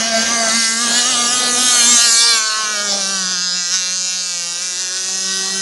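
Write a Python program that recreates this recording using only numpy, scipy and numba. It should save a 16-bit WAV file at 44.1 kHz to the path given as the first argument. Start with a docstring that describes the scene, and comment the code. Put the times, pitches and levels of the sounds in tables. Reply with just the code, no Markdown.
"""A model speedboat races in across a lake, its two-stroke engine buzzing over a hissing wake. Each firing
cracks out of the exhaust, bounces back from the end of the tuned pipe and scatters in the spray; the revs
jump whenever the propeller skips. At about 1.7 s the boat passes close, at its brightest. Then the pitch
sinks as it turns away and labours, picking up a little at the end. All along the far bank answers faintly
and puffs of breeze brush the microphone."""
import sys
import numpy as np
from scipy import signal
from scipy.fft import rfft, irfft, next_fast_len
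from scipy.io import wavfile
from scipy.ndimage import uniform_filter1d, map_coordinates
from numba import njit

SR = 44100
rng = np.random.default_rng(int(sys.argv[2]) if len(sys.argv) > 2 else 0)


def digitize_waveform(pressure):
    """Quantize a signal to 16-bit integers and store it at the path in sys.argv[1].

    Rows of a 2-D input are taken as channels; values are limited to [-1, 1].
    """
    field = np.atleast_2d(pressure).T
    bounded = np.clip(field, -1, 1)
    quanta = np.round(bounded * 32767).astype(np.int16)
    wavfile.write(sys.argv[1], SR, quanta)


N = 247401
TIME = np.arange(N) / SR

# puffs of breeze on the microphone: middle t/s, length/s, level/dB
BREEZE_PUFFS = [(.25, 0.7, -34.5), (1.5, 0.84, -52), (2.867, 0.21, -40), (4.15, 0.5, -60),
                (5.244, 1.5, -43.5)]
# rumble of the breeze: f/Hz, gain/dB
BREEZE_EQ = [(25, -14), (70, 6.5), (125, -17), (170, -17), (300, -17.5)]
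# tone of the far bank's echo: f/Hz, gain/dB
BANK_EQ = [(200, -22), (1200, -33), (3000, -30), (5000, -20), (11000, -18)]
# rush of the wake: f/Hz, gain/dB
WAKE_EQ = [(30, -49), (70, -48), (110, -30), (160, -4), (300, -4), (450, 0), (620, 2.5), (850, 0),
           (1300, -3), (2100, -5), (4000, -5), (7000, -30), (11000, -31)]
# a notch that sweeps as the boat swings: t/s, f/Hz, depth/0-1
HOLLOW_SWEEP = [(0, 2380, 0), (.7, 2360, 0.3), (1.0, 2240, .5), (1.15, 1890, .7), (1.45, 1890, 0.24),
                (1.8, 2006, 0.33), (2.25, 1990, 0), (2.5, 2075, .95), (3.45, 2054, 0.98), (3.7, 2117, 0.52),
                (4.1, 2032, 0.93), (4.5, 2144, 0.44), (5.0, 2275, .6), (5.61, 2288, 0)]
# the run: t/s, spray scatter/dB, gas noise/dB, churn in the bark/dB, stern to shore/0-1, wake level/dB
RUN_CUES = [(0, -9, 2.5, -4.5, 0.13, -31.5), (.5, -9, 8, -2.5, 0.28, -29.5),
            (.6, -8.5, 4, -19, 0.28, -35.5), (.75, -13.5, 7, -24, 0.24, -39), (.9, -8.5, 3, -2, 0.26, -31),
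            (1.15, -5, 3, -8, 0.28, -32.5), (1.5, -6, 7.5, -12, 0.3, -30), (1.8, -8, 0, -5.5, 0.2, -29.5),
            (2.05, -7.5, -3.5, -16, 0.58, -35.5), (2.3, -2, 2.5, -23, 0.2, -39),
            (2.55, -7.5, -1.5, -11, 0.19, -43), (2.9, -6.5, -2.5, -29, 0.38, -32.5),
            (3.3, -16.5, -2, -30, 0.5, -41.5), (3.55, -4.5, -10, -37, 1, -47),
            (3.68, -8.5, -3, -16, 0.9, -48), (3.85, -8.5, -9, -22.5, 0.9, -47.5),
            (4.18, -9.5, -5, -28, 0.83, -52.5), (4.4, -13, -5, -16, 0.94, -47.5),
            (5.1, -15.5, -1, -6, 0.87, -44), (5.61, -10.5, 1, -5, 0.5, -38.5)]
# firing rate as heard while the propeller grips, falling in the pass and the turn: t/s, f/Hz
FIRING_RATE = [(0.0, 224.6), (0.53, 218.6), (0.72, 226.3), (1.06, 241.4), (1.26, 237.7), (1.46, 245.0),
               (1.72, 244.4), (1.86, 233.4), (2.1, 230.3), (2.3, 233.2), (2.41, 218.8), (2.68, 211.5),
               (2.77, 203.3), (3.02, 194.9), (3.39, 177.0), (3.66, 175.2), (3.82, 181), (4.18, 182.9),
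               (4.43, 171.8), (4.74, 177.6), (5.08, 188.2), (5.61, 192.3)]
# the propeller skips clear of a ripple: t/s, rev rise/Hz, recovery/s, exhaust gain/dB
PROP_SKIPS = [(0.084, 6.3, 0.047, 1), (0.163, 3.06, 0.03, 0), (0.246, 7.4, 0.12, -3.5),
              (0.327, 13.7, 0.22, -0.8), (0.555, 11.1, 0.12, 1.5), (0.826, 9.4, 0.048, 1),
              (0.984, 6.16, 0.04, 3), (1.095, 19, 0.067, 0), (1.329, 7, 0.2, 1.5), (1.619, 5.8, 0.071, 0),
              (1.683, 3.35, 0.12, 1.5), (1.89, 7.8, 0.2, -0.5), (2.047, 3.9, 0.049, 0.5),
              (2.595, 3.52, 0.1, 0), (2.72, 4.74, 0.12, 0), (2.84, 5.94, 0.079, -2),
              (2.971, 2.98, 0.053, -1), (3.113, 5.9, 0.136, 0), (3.322, 4.75, 0.041, 1.0),
              (3.443, 4.5, 0.13, 1), (3.568, 5.34, 0.092, 0), (3.744, 8.8, 0.075, 7.5),
              (3.955, 3.84, 0.045, 0), (4.635, 6.3, 0.14, 1.5), (4.803, 6.4, 0.081, 1.0),
              (4.977, 2.42, 0.036, 2.5)]
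# single harmonics that whine out as the hull swings: middle t/s, length/s, f/Hz, level/dB
WHINE_CUES = [(0.63, 0.23, 2030, -33), (1.964, 0.2, 3540, -27.5), (1.916, 0.17, 7400, -16),
              (1.8, 0.2, 4200, -17), (2.224, 0.12, 3490, -18), (2.303, 0.11, 4190, -16.5),
              (2.286, 0.22, 4650, -19), (2.93, 0.12, 5300, -31), (4.06, 0.24, 6170, -43),
              (5.22, 0.79, 5110, -42), (4.9, 0.46, 5800, -36), (5.37, 0.52, 1530, -38),
              (5.55, 0.86, 1905, -34)]
# hum of the smooth exhaust flow: t/s, then level/dB for each of harmonics 1-4
DRONE_LEVELS = [(0.0, -25, -50, -25.5, -54), (0.1, -29, -44, -28.5, -63), (0.17, -26, -43, -20.5, -61),
                (0.24, -27, -46, -31, -53), (0.32, -28, -42, -31, -56), (0.39, -26, -37, -23, -50),
                (0.51, -32, -53, -28, -44), (0.58, -30, -47, -44, -63), (0.95, -32, -40, -34, -42.5),
                (1.5, -34.5, -35, -31.5, -60), (1.89, -28.5, -39, -38, -35), (1.98, -39, -45, -32.5, -55),
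                (2.25, -45, -34.5, -43, -32), (2.52, -55, -44.5, -42, -52), (2.78, -41.5, -40.5, -38, -59),
                (2.93, -37, -40, -32.5, -33.5), (3.12, -36, -43.5, -40.5, -39), (3.3, -39, -50, -52, -46),
                (3.8, -45, -54.5, -47.5, -48.5), (4.4, -48.5, -56, -47, -48.5),
                (4.9, -53.5, -46.5, -49.5, -63), (5.3, -39.5, -41, -47.5, -51),
                (5.61, -34.5, -38, -62, -75)]
# the bouncing hull shakes the drone: t/s, roughness/0-1
HULL_SHAKE = [(0, .24), (.48, .24), (.62, .08), (.9, .15), (1.3, .22), (1.45, .5), (1.78, .45), (1.9, .14),
              (2.9, .18), (3.3, .08), (5.61, .12)]
# returns inside the tuned pipe: delay/round trips, gain/linear
PIPE_RETURNS = [(0.315, 0.04), (0.843, 0.0083), (0.998, 0.43), (1.158, 0.052), (1.634, 0.037),
                (1.997, 0.059)]
# the water mirrors the exhaust: t/s, delay/ms, gain/linear
WATER_MIRROR = [(0, 0.55, 0.18), (.7, 0.41, 0.058), (.95, 0.27, 0.23), (2.0, 0.31, 0.15),
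                (2.42, 0.706, 0.22), (2.9, 0.75, 0.18), (3.9, 0.466, 0.24), (4.6, 0.35, 0.021),
                (5.61, 0.29, 0.089)]
# silencer resonances as heard once the boat has passed: f/Hz, width/Hz, bow gain/dB, stern gain/dB
SILENCER_MODES = [(805, 2300, -14.5, 1.5), (1089.6, 84, 14, -0.5), (1528, 338, 10.5, 19.5),
                  (1908, 150, 8.5, 12.5)]
# tone of the outlet: f/Hz, bow gain/dB, stern gain/dB
OUTLET_EQ = [(300, -69, -36.5), (1490, -51, -23), (2060, -50, -1.5), (2090, -14, -22), (2163, 6.5, -1),
             (2470, -4.5, -1.5), (3280, 0, -2.5), (3710, -5, 0), (4380, -6, 1.5), (5430, -3, 3),
             (5640, -6.5, 5), (6240, -4, 5), (7550, -10, -4), (7760, -30, -9.5), (9900, -48.5, -33.5)]
# modes of the thin pipe wall as heard once the boat has passed: f/Hz, width/Hz, gain/linear
WALL_MODES = [(2740, 160, 0.32), (3190, 240, -0.29), (3810, 140, 0.12), (4226, 150, 0.48), (5400, 55, 0.15),
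              (7020, 140, 0.26), (7900, 120, 0.25)]
# a metallic ring in the rasp that slides as the hull swings: t/s, f/Hz, gain/linear
LOW_RING_SWEEP = [(0, 4390, 0.6), (.2, 4660, 1.5), (.3, 5070, 0.46), (.5, 4200, 0.4), (.66, 4950, 0.35),
                  (.82, 4170, 0.24), (.97, 4300, 1.1), (1.1, 3550, 0.79), (1.22, 3400, 1.3),
                  (1.25, 5507, 0.096), (1.3, 5300, 1), (1.4, 4187, 1.37), (1.55, 3860, 0.93),
                  (1.8, 3692, 0.95), (1.95, 3484, 0.24), (2.05, 4140, 1.01), (2.2, 4300, 0.75),
                  (2.32, 4722, 0.98), (2.45, 4200, 0.45), (2.86, 4597, 0.13), (2.9, 4590, 1.7),
                  (3.25, 4750, 0.96), (3.5, 5035, 1.06), (3.85, 4996, 0.27), (4.12, 4776, 0.83),
                  (4.4, 4790, .1), (4.7, 5030, .4), (5.61, 5030, 0.75)]
# a second, shriller ring: t/s, f/Hz, gain/linear
HIGH_RING_SWEEP = [(0, 5800, 0.37), (.35, 6200, .7), (.6, 6090, .7), (.75, 6890, 0.38), (.86, 6300, 0.49),
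                   (.96, 6950, 0.76), (1.1, 6600, .6), (1.2, 6150, 0.46), (1.31, 6800, 0.81),
                   (1.45, 5806, 0.37), (1.7, 6450, 0.64), (1.9, 6460, 0.5), (2.08, 5953, 1),
                   (2.25, 5400, .3), (2.38, 5876, 0.91), (2.9, 5900, 1), (3.15, 5860, .7),
                   (3.45, 6340, 0.61), (4.1, 6240, 0.51), (4.45, 7240, 0.51), (4.8, 6300, 0.65),
                   (5.61, 6230, 0.28)]
# tone of the finest crackle, the rushing gas and the bark: f/Hz, gain/dB
SIZZLE_EQ = [(1500, -81), (6000, -18), (7500, 1), (8500, 1.5), (9800, 0.5), (11000, -5), (11800, -14.5)]
GAS_EQ = [(1200, -26), (2400, -13.5), (4200, -6), (6000, -4), (8500, 0)]
BARK_EQ = [(100, -23), (250, -4.5), (800, 19.5), (2150, 12.5), (2600, 6.5)]
# ripples take the top off the water's reflection: f/Hz, gain/dB
MIRROR_EQ = [(7000, 0), (11000, -6)]
# exhaust mix ahead of the skips: t/s, bark level/dB, rasp level/dB, sizzle level/dB
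EXHAUST_FADERS = [(0.0, -25.5, -18, -30), (0.109, -26.5, -20.5, -35.5), (0.16, -21, -16.5, -31.5),
                  (0.66, -23, -17, -24), (0.76, -24.5, -19.5, -26), (0.951, -23.5, -16.5, -23.5),
                  (1.5, -24.5, -17.5, -23.5), (1.781, -23.5, -12, -15), (1.93, -23, -8.5, -15.5),
                  (2.2, -24.5, -12.5, -18), (2.28, -23, -15, -22.5), (2.384, -22, -15.5, -22.5),
                  (2.41, -23, -18.5, -31.5), (2.7, -23.5, -21.5, -32.5), (2.87, -25, -19, -31),
                  (2.91, -35, -17.5, -34), (3.15, -27, -19.5, -30), (3.449, -31, -19, -41),
                  (3.899, -34.5, -19.5, -34.5), (4.499, -38.5, -22.5, -33.5), (4.899, -34.5, -22, -33),
                  (5.35, -34.5, -19.5, -32), (5.61, -32.5, -20.5, -29.5)]
# stereo width: f/Hz, side minus mid/dB
SIDE_EQ = [(100, -24), (400, -22), (1100, -21), (3600, -23), (4500, -26), (7000, -36), (8200, -6),
           (9300, -24), (11500, -34)]
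# pan, slightly to the right: t/s, left minus right/dB
PAN = [(0, -.55), (1.2, -.3), (3.2, -.6), (3.75, -1.3), (4.25, -1.4), (4.75, -.2), (5.3, -.7)]

RECEDING_TRIP_MS = 2.6  # round trip of a pulse in the tuned pipe, as heard once the boat has passed
APPROACH_SQUEEZE, PASS_AT_S, PASS_FADE_S = .078, 1.71, .55  # racing in shortens that trip by this share
BOB_HZ, BOB_DB, BOB_CREST_S, STRAIGHT_ENDS_S = 2.88, 3.5, .21, 2.0  # the hull porpoises on the straight


def undb(db):
    """Decibels to gain."""
    return 10 ** (np.asarray(db) / 20)


def curves(table):
    """One automation curve per column, in straight ramps over time."""
    times, *columns = np.transpose(table)
    return [np.interp(TIME, times, column) for column in columns]


def swell(middle, length):
    """A rounded fade in and out."""
    return np.maximum(1 - (2 * (TIME - middle) / length) ** 2, 0)


def unit(x):
    """Scale to rms 1."""
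    return x / np.sqrt(np.mean(x ** 2))


def steady(x):
    """Ride the gain to hold rms 1 over every few dozen milliseconds."""
    power = uniform_filter1d(uniform_filter1d(x ** 2, size=1800), size=1800)
    return x / np.sqrt(np.maximum(power, 1e-14))


def walk(rate):
    """Smoothed random modulation, rms 1, with `rate` new values a second."""
    hold = int(SR / rate)
    held = np.repeat(rng.standard_normal(4096), hold)[:N]
    return unit(uniform_filter1d(uniform_filter1d(held, hold), hold))


def delay(x, ms):
    """A delay line whose time may move."""
    return map_coordinates(x, [np.arange(N) - ms * SR / 1000], order=3)


def eq(x, points):
    """Minimum-phase equaliser through (f/Hz, gain/dB) points."""
    hz, db = np.transpose(points)
    size = 4096
    grid = np.maximum(np.arange(size // 2 + 1) * SR / size, 1)
    cepstrum = irfft(np.log(undb(np.interp(np.log(grid), np.log(hz), db))))
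    cepstrum[1:size // 2] *= 2
    cepstrum[size // 2 + 1:] = 0
    return signal.fftconvolve(x, irfft(np.exp(rfft(cepstrum))))[:N]


@njit
def bandpass(x, hz, width_hz):
    """Sweepable state-variable band-pass."""
    y, band_state, low_state = np.empty(len(x)), 0., 0.
    for i in range(len(x)):
        g, damping = np.tan(np.pi * hz[i] / SR), width_hz / hz[i]
        band = (band_state + g * (x[i] - low_state)) / (1 + g * (g + damping))
        band_state, low_state = 2 * band - band_state, low_state + 2 * g * band
        y[i] = damping * band
    return y


def breeze():
    """Light puffs of wind rumble on the microphone."""
    rumble = unit(eq(rng.standard_normal(N), BREEZE_EQ))
    return rumble * sum(undb(db) * swell(at, length) for at, length, db in BREEZE_PUFFS)


def far_bank(boat, t60_s=2.3, predelay_s=.04):
    """A faint, thin echo from the trees round the lake."""
    t = TIME[:SR]
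    tail = rng.standard_normal(SR) * undb(-60 * t / t60_s) * (t > predelay_s)
    echo = signal.fftconvolve(boat, tail / np.sqrt(np.sum(tail ** 2)))[:N]
    return eq(echo, BANK_EQ)


def wake(level_db, surge_db=1.8):
    """Thrown water rushes unevenly as the hull skips over the ripples."""
    rush = unit(eq(rng.standard_normal(N), WAKE_EQ))
    return rush * undb(level_db + surge_db * walk(14))


def hollow(boat):
    """A moving notch scoops out the upper mids as the boat swings."""
    hz, depth = curves(HOLLOW_SWEEP)
    return boat - np.clip(depth, 0, 1) * bandpass(boat, hz, width_hz=340.)


def whines(turns, firing_hz, waver_db=2):
    """For a moment the engine harmonic nearest each cued pitch sings out."""
    tones = 0
    for at, length, hz, db in WHINE_CUES:
        harmonic = np.round(hz / np.interp(at, TIME, firing_hz))
        envelope = swell(at, length) * undb(db + waver_db * walk(40.9))
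        tones = tones + envelope * np.sin(2 * np.pi * harmonic * turns)
    return np.sqrt(2) * tones


def drone(turns, scatter_db):
    """The pulsing exhaust flow hums on four low harmonics that throb and shake as the hull bounces."""
    levels = curves(DRONE_LEVELS)
    on_straight = np.clip((STRAIGHT_ENDS_S - TIME) * 20, 0, 1)
    levels[0] += BOB_DB * on_straight * np.cos(2 * np.pi * BOB_HZ * (TIME - BOB_CREST_S))
    waver_db = 3.2 * undb(scatter_db / 2)  # deeper in broken water
    rough = curves(HULL_SHAKE)[0]
    # flat out, strong and weak firings alternate: a faint sub-octave
    tones = undb(-48) * swell(middle=1.4, length=.97) * walk(25) * np.sin(np.pi * turns)
    for harmonic, db in enumerate(levels, 1):
        shake = (1 + rough * (walk(110) + 1j * walk(70))) / np.sqrt(1 + 2 * rough ** 2)
        tone = np.imag(shake * np.exp(2j * np.pi * harmonic * turns))
        tones += undb(db + waver_db * walk(21.85)) * tone
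    return np.sqrt(2) * tones


def propeller_skips(rise_s=.053):
    """The propeller loses its grip: extra revs (Hz) and a briefer change in exhaust level (dB)."""
    races = np.array([np.interp(TIME - at, [-rise_s, 0, recovery], [0, 1, 0])
                      for at, _, recovery, _ in PROP_SKIPS])
    _, rise_hz, _, gain_db = np.transpose(PROP_SKIPS)
    return rise_hz @ races, gain_db @ races ** 2


def scatter(x, spread_ms, rate, taps=16):
    """Short reflections off hull, ripples and spray, each fading in and out."""
    lags = (np.arange(taps) + rng.random(taps)) / taps
    return unit(sum(np.roll(x, int(lag * spread_ms * SR / 1000) + 2) * walk(rate) * np.exp(-lag)
                    for lag in lags))


def firings(turns, jitter_ms, spread_db):
    """One sharp pressure pulse per engine turn, each a little different in timing and punch."""
    timing, punch = rng.standard_normal((1400, 2))[:int(turns[-1])].T
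    centres = np.interp(np.arange(len(timing)) + 1, turns, np.arange(N)) + timing * jitter_ms * SR / 1000
    samples = centres.astype(int)[:, None] + np.arange(-7, 9)
    offset = samples - centres[:, None]
    clicks = np.sinc(offset) * np.sinc(offset / 8) * undb(spread_db * punch[:, None])
    return unit(np.bincount(np.clip(samples, 0, N - 1).ravel(), clicks.ravel(), N))


def tuned_pipe(blast, trip_ms):
    """The blast with its returns from inside the pipe, then its bounce off the water."""
    piped = unit(blast + sum(gain * delay(blast, share * trip_ms) for share, gain in PIPE_RETURNS))
    mirror_ms, mirror_gain = curves(WATER_MIRROR)
    return unit(piped + mirror_gain * delay(eq(piped, MIRROR_EQ), mirror_ms))


def exhaust_crack(turns, trip_ms, scatter_db, gas_db):
    """Firings and bright gas noise cross the pipe and scatter; returns the crack and the raw gas puffs."""
    pulses = firings(turns, jitter_ms=.008, spread_db=.6)
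    # gas rushes while the port is open and never quite stops
    puffs = (np.exp(-(turns % 1) / .25) + .5) * rng.standard_normal(N)
    direct = tuned_pipe(pulses + undb(gas_db) * unit(eq(puffs, GAS_EQ)), trip_ms)
    off_spray = undb(scatter_db) * scatter(direct, spread_ms=1.7, rate=18)
    off_hull = undb(-11) * scatter(direct, spread_ms=4.5, rate=11)
    return direct + off_spray + off_hull, puffs


def silencer_bark(turns, trip_ms, doppler, puffs, churn_db, astern):
    """The even body of each blast, roughened by churning water at the outlet, rings the silencer."""
    even = tuned_pipe(firings(turns, jitter_ms=.003, spread_db=.25), trip_ms)
    churn = .8 * unit(puffs) + 2.2 * scatter(even, spread_ms=2.2, rate=20)
    body = even + undb(churn_db) * churn
    bark = 0
    for k, (hz, width, bow_db, stern_db) in enumerate(SILENCER_MODES):
        gain = (-1) ** k * undb(bow_db + astern * (stern_db - bow_db))
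        bark = bark + gain * bandpass(body, hz * doppler, float(width))
    return eq(bark, BARK_EQ)


def outlet_rasp(crack, doppler, astern):
    """The crack crossfades from bow tone to stern tone, rings the pipe wall and gains a metallic edge."""
    from_bow = eq(crack, [(hz, db) for hz, db, _ in OUTLET_EQ])
    from_stern = eq(crack, [(hz, db) for hz, _, db in OUTLET_EQ])
    rasp = (1 - astern) * from_bow + astern * from_stern
    rasp += sum(gain * bandpass(rasp, hz * doppler, float(width)) for hz, width, gain in WALL_MODES)
    for hz, gain in (curves(LOW_RING_SWEEP), curves(HIGH_RING_SWEEP)):
        rasp += gain * bandpass(rasp, hz, width_hz=270.)
    return rasp


def exhaust(turns, scatter_db, gas_db, churn_db, astern, flutter_db=.6):
    """The lead voice: bark, rasp and sizzle, each fluttering as the outlet jiggles on the ripples."""
    closing = .5 - .5 * np.tanh((TIME - PASS_AT_S) / PASS_FADE_S)
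    trip_ms = RECEDING_TRIP_MS * (1 - APPROACH_SQUEEZE * closing)
    doppler = RECEDING_TRIP_MS / trip_ms  # lifts the resonances on the way in
    crack, puffs = exhaust_crack(turns, trip_ms, scatter_db, gas_db)
    bark = silencer_bark(turns, trip_ms, doppler, puffs, churn_db, astern)
    rasp = outlet_rasp(crack, doppler, astern)
    sizzle = eq(crack, SIZZLE_EQ)
    return sum(steady(layer) * undb(db + flutter_db * walk(18))
               for layer, db in zip((bark, rasp, sizzle), curves(EXHAUST_FADERS)))


def scene():
    """Boat, echo and breeze in the narrow image of a closely spaced microphone pair."""
    scatter_db, gas_db, churn_db, astern, wake_db = curves(RUN_CUES)
    skip_hz, skip_db = propeller_skips()
    # between skips the propeller still bites unevenly, more so in broken water
    wobble = .00301 * undb(scatter_db / 2) * walk(35)
    firing_hz = (curves(FIRING_RATE)[0] + skip_hz) * (1 + wobble)
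    turns = np.cumsum(firing_hz) / SR
    engine = exhaust(turns, scatter_db, gas_db, churn_db, astern) * undb(skip_db)
    engine = engine + drone(turns, scatter_db) + whines(turns, firing_hz)
    boat = hollow(engine + wake(wake_db))
    mid = boat + far_bank(boat) + breeze()
    # width comes from a quiet copy, a quarter-cycle out of phase
    side = eq(np.imag(signal.hilbert(mid, next_fast_len(N)))[:N], SIDE_EQ)
    pan_db = curves(PAN)[0]
    return np.array([(mid + side) * undb(pan_db / 2), (mid - side) * undb(-pan_db / 2)])


def record(dry, ceiling=.76, low_cut_hz=85, high_cut_hz=11700):
    """Round off the highest peaks, thin the bass and cut the top."""
    rounded = dry / (1 + (dry / ceiling) ** 4) ** (1 / 4)
    low_cut = signal.butter(3, low_cut_hz, "high", fs=SR, output="sos")
    thin = signal.sosfiltfilt(low_cut, rounded, padtype="even", padlen=SR // 10)
    high_cut = signal.firwin(401, high_cut_hz, window="blackman", fs=SR)
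    return signal.fftconvolve(thin, high_cut[None], "same")


dry = scene()
out = record(dry)
digitize_waveform(out)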